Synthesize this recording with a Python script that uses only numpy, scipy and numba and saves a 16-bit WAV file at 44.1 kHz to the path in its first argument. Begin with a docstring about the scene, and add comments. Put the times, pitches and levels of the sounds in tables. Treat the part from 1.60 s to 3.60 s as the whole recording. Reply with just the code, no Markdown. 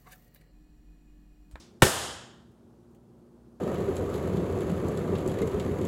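"""In a garage, a partly filled plastic bottle lands cap first on a wooden table, close to the microphone.
The cap's two blows ring the bottle, bursts of noise make the thin shell crackle, and the water dropping
into the neck rings the boards and thumps the table top. Fading noise makes the garage's echo, the last of
the throw and faint ticks as the bottle settles; steady tones make a low hum, filtered noise the air.
The recorder quietens faint hiss, turns itself down when overloaded and then recovers evenly."""
import sys
import numpy as np
from scipy import signal
from scipy.fft import rfft, irfft
from scipy.io import wavfile
from scipy.ndimage import uniform_filter1d, minimum_filter1d
from numba import njit

SR = 44100
rng = np.random.default_rng(int(sys.argv[2]) if len(sys.argv) > 2 else 0)


def dump_mix(stems):
    """Bounce the given channels to the path in sys.argv[1] as a 16-bit WAV at rate SR."""
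    frames = np.atleast_2d(stems).T  # one column per channel
    limited = np.clip(frames, -1, 1)  # hard clip at full scale
    pcm = np.round(limited * 32767).astype(np.int16)
    wavfile.write(sys.argv[1], SR, pcm)


N = 88200  # length in samples: two seconds


def undb(db):
    """Turns decibels into a factor for the size of the wave."""
    return 10 ** (np.asarray(db) / 20)


def since(start_s):
    """Seconds since a moment, zero before it."""
    return np.maximum(np.arange(N) / SR - start_s, 0)


def fade(start_s, t60_s):
    """Starts suddenly, then dies away exponentially, falling 60 dB in t60_s seconds."""
    age = since(start_s)
    return (age > 0) * np.exp(-np.log(1000) * age / np.maximum(t60_s, 1e-3))


def spectrum_hz():
    """Frequencies of the spectrum in Hz, kept above zero so that their logarithm exists."""
    return np.maximum(np.arange(N // 2 + 1) * SR / N, 1)


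def noise(colour):
    """Random noise of rms 1, its spectrum shaped by the points of a colour table."""
    points = np.array(colour, float)
    shape_db = np.interp(np.log(spectrum_hz()), np.log(points[:, 0]), points[:, 1])
    x = irfft(rfft(rng.standard_normal(N)) * undb(shape_db), N)
    return x / x.std()


def walk(rate_hz):
    """Slow random drift with a spread of 1: random steps, smoothed twice."""
    step = int(SR / rate_hz)
    steps = np.repeat(rng.standard_normal(N // step + 1), step)
    x = uniform_filter1d(uniform_filter1d(steps, step), step)[:N]
    return x / x.std()


def ring(modes, start_s):
    """A struck object rings at its own pitches, each dying away at its own pace."""
    age = since(start_s)
    return sum(undb(db) * fade(start_s, t60_s) * np.sin(2 * np.pi * hz * age) for hz, db, t60_s in modes)


def reverberation(bands, start_s):
    """Diffuse echo: noise split into overlapping bands, each dying away at its own pace."""
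    spectrum = rfft(noise(bands))
    log_hz = np.log(spectrum_hz())
    centres = np.log([row[0] for row in bands])
    echo = 0
    for share, (_, _, t60_s) in zip(np.eye(len(bands)), bands):
        band = irfft(spectrum * np.interp(log_hz, centres, share), N)
        echo = echo + band * fade(start_s, t60_s)
    return echo


def crackle(events, colour):
    """Short cracks of thin plastic: coloured noise let through in sudden, fading bursts."""
    return noise(colour) * sum(undb(db) * fade(start_s, t60_s) for start_s, db, t60_s in events)


# The cap lands and rocks back onto the table: t/s, relative level/dB
CAP_BLOWS = [(0.2226, 0), (0.2648, -17)]
# Pitches at which bottle and cap ring: f/Hz, relative level/dB, time to fall 60 dB/s
BOTTLE_MODES = [(808, -17, .06), (890, -8, 0.061), (955, -5.5, .06), (1042, -14, .07), (1372, -7, 0.073),
                (1470, -12.5, .07), (1532, -12.5, 0.18), (1779, -12.5, 0.11), (1800, -9.5, .15),
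                (2248, -9, .08), (2675, -14, .05), (2955, -8, 0.054), (3230, -13.5, .06),
                (7850, -10.5, .03)]
# Pitches at which the table top rings: f/Hz, relative level/dB, time to fall 60 dB/s
TABLE_MODES = [(80.5, -16.5, 0.2), (147, -14.5, 0.1994), (206, -9.5, 0.15), (302, -11, 0.064),
               (343, -8, .09), (377, -5.5, 0.16), (411.3, -10, .13), (520, 1, 0.069), (663, -15.5, .07)]
# Snaps of the buckling shell: t/s, starting level/dB, time to fall 60 dB/s
SHELL_SNAPS = [(.2207, -12.5, .02), (.2224, -2, .012), (.2262, -8, .018), (.2295, -8, 0.0068),
               (.2318, -11, 0.028), (.2358, -16, .012), (.2708, -20.5, .012)]
# Tone colour of the snaps: f/Hz, relative level per Hz/dB
SHELL_SNAP_COLOUR = [(100, -6), (250, 1), (500, 1), (1400, -0.5), (2200, -7), (3100, -2.5), (4200, -8),
                     (5500, -12.5), (7800, -6.5), (11000, -13), (15500, -21.5)]
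BOTTLE_DB, TABLE_DB = -4.5, -2.5
WATER_LAG_S, WATER_PUSH_S = .0025, 0.00067  # the water arrives after the cap and pushes softly


def landing():
    """The cap's blows ring the bottle, the water's soft push rings the boards, the shell buckles in snaps."""
    bottle = sum(undb(db) * ring(BOTTLE_MODES, hit_s) for hit_s, db in CAP_BLOWS)
    boards = sum(undb(db) * ring(TABLE_MODES, hit_s + WATER_LAG_S) for hit_s, db in CAP_BLOWS)
    # averaging over the length of the push softens the start
    boards = uniform_filter1d(boards, max(int(WATER_PUSH_S * SR), 1))
    snaps = crackle(SHELL_SNAPS, SHELL_SNAP_COLOUR)
    return undb(BOTTLE_DB) * bottle + undb(TABLE_DB) * boards + snaps


THUD_S, THUD_HZ, THUD_DB = .2318, 111.98, -1  # middle of the thud, pitch, level
THUD_LENGTH_S = .0034  # standard deviation of its bell-shaped swell


def thud():
    """The whole table top gives under the weight of the water: one short, low swing."""
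    t = np.arange(N) / SR - THUD_S
    swell = np.exp(-.5 * (t / THUD_LENGTH_S) ** 2)
    return undb(THUD_DB) * swell * np.cos(2 * np.pi * THUD_HZ * t)


# Faint plastic ticks as the bottle settles: t/s, starting level/dB, time to fall 60 dB/s
SETTLING_TICKS = [(.915, -67, 0.042), (1.31, -71, .15), (1.347, -60, .06), (1.591, -70, .025)]
# Tone colour of the ticks: f/Hz, relative level per Hz/dB
SETTLING_COLOUR = [(500, -10), (2200, -7), (3000, 0), (5000, -14), (7000, 1), (9000, -3), (15500, -6)]


def settling():
    """The bottle settles with tiny bursts of noise."""
    return crackle(SETTLING_TICKS, SETTLING_COLOUR)


# Echo of the garage: f/Hz, relative level per Hz/dB, time to fall 60 dB/s
GARAGE_BANDS = [(40, -15, 0.33), (80, 1, 0.99), (149.9, -1, .72), (250, -4, .7), (380, 2, .68),
                (800, 1, .75), (1100, -3.5, .78), (1370, -1.5, .78), (1820, -3.5, 0.76), (2320, -10, .72),
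                (3100, -3.5, 0.81), (4300, -8.5, .76), (5360, -6.5, .72), (6000, -9, .7), (6640, -5, .7),
                (9500, -6.5, .58), (12500, -12.5, .48), (15500, -18.5, .38)]
# Fading ring of the throw, a crinkle of the bottle: f/Hz, relative level per Hz/dB, time to fall 60 dB/s
THROW_BANDS = [(300.8, -8.5, 0.6054), (1000, -3.5, .65), (2000, -5, 0.66), (3000, -1, .58), (5370, 0, .56),
               (8000, -5, 0.4734), (10500, -10, 0.41), (15470, -22, .4)]
GARAGE_DB, GARAGE_BUILD_S = -15, 0.0058  # level, time constant of the build-up
THROW_DB = -53.5


def garage():
    """The last of the throw fades; echoes of the landing build up between the walls and die away."""
    lands_s = CAP_BLOWS[0][0]
    build = 1 - np.exp(-since(lands_s) / GARAGE_BUILD_S)
    throw = undb(THROW_DB) * reverberation(THROW_BANDS, 0)
    echo = undb(GARAGE_DB) * build * reverberation(GARAGE_BANDS, lands_s)
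    return throw + echo


# Tones of the mains hum and a motor: f/Hz, rms level before wavering/dB
HUM_TONES = [(59.2, -69), (118.4, -69), (177.6, -69), (209.9, -68), (236.9, -62), (355.3, -65.5)]
# Tone colour of the garage air: f/Hz, relative level per Hz/dB
AIR_COLOUR = [(20, -41.5), (38, -29), (58, -6), (85, -5), (125, -.5), (180, -4.5), (270, -7.5), (340, -2),
              (480, -11.5), (800, -19), (1300, -24.5), (2000, -32), (4000, -33), (9000, -35),
              (15500, -41.5)]
HUM_WAVER_DB = 0.56  # spread of each tone's drift in level
AIR_DB, AIR_SWELL_DB = -57.5, -0.25  # level, size of its drift


def background():
    """Steady tones, each wavering a little in level, over dull, nearly steady air noise."""
    hum = 0
    for hz, db in HUM_TONES:
        level = undb(db + HUM_WAVER_DB * walk(4.3))
        cycles = hz * since(0) + rng.random()  # random starting phase
        hum = hum + level * np.sqrt(2) * np.sin(2 * np.pi * cycles)
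    air = undb(AIR_DB + AIR_SWELL_DB * walk(5.3)) * noise(AIR_COLOUR)
    return hum + air


def scene():
    """All sources added together at the microphone."""
    return (landing() + thud() + garage() + settling() + background())[None]


HISS_FROM_HZ, HISS_THRESHOLD_DB, HISS_CUT_DB = 1500, -83.5, -7  # noise suppressor


def suppress(x):
    """Noise suppressor: turns down each treble band while it is faint."""
    hz, _, frames = signal.stft(x, SR, nperseg=512)
    # smooth the power over neighbouring frequencies, then over time
    power = uniform_filter1d(np.abs(frames) ** 2, size=7, axis=0)
    power = uniform_filter1d(power, size=7, axis=1)
    faint = 1 / (1 + np.abs(power) / undb(HISS_THRESHOLD_DB) ** 2)
    treble = 1 - 1 / (1 + (hz[:, None] / HISS_FROM_HZ) ** 6)
    return signal.istft(frames * undb(HISS_CUT_DB * faint * treble), SR)[1][:N]


@njit
def duck(over_db, attack_s, hold_s, recover_db_per_s):
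    """Gain reduction in dB: follows an overload quickly, holds, then recovers evenly."""
    out, cut, wait = np.empty(len(over_db)), 0., 0.
    for i in range(len(over_db)):
        if over_db[i] > cut:
            cut += (over_db[i] - cut) / (1 + attack_s * SR)
            wait = hold_s
        elif wait > 0:
            wait -= 1 / SR
        else:
            cut = max(cut - recover_db_per_s / SR, 0.)
        out[i] = cut
    return out


CEILING = 1.25  # peak size above which the gain is turned down
ATTACK_S, HOLD_S, RECOVER_DB_PER_S = .001, 0.099, 47
FULL_SCALE, TOP_HZ = .92, 15800  # limit of the rounded peaks, top of the treble


def record(dry):
    """Hiss suppression, gain control that looks just ahead, rounded peaks and a steep top cut."""
    x = suppress(dry[0])
    peak = -minimum_filter1d(-np.abs(x), size=128)  # largest size among the samples around each moment
    over_db = 20 * np.log10(peak / CEILING + 1e-9)
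    cut_db = duck(over_db, float(ATTACK_S), float(HOLD_S), float(RECOVER_DB_PER_S))
    rounded = FULL_SCALE * np.tanh(x * undb(-cut_db) / FULL_SCALE)
    top_cut = signal.ellip(10, .2, 80, TOP_HZ, fs=SR, output="sos")
    return signal.sosfilt(top_cut, rounded)[None]


dry = scene()
out = record(dry)
dump_mix(out)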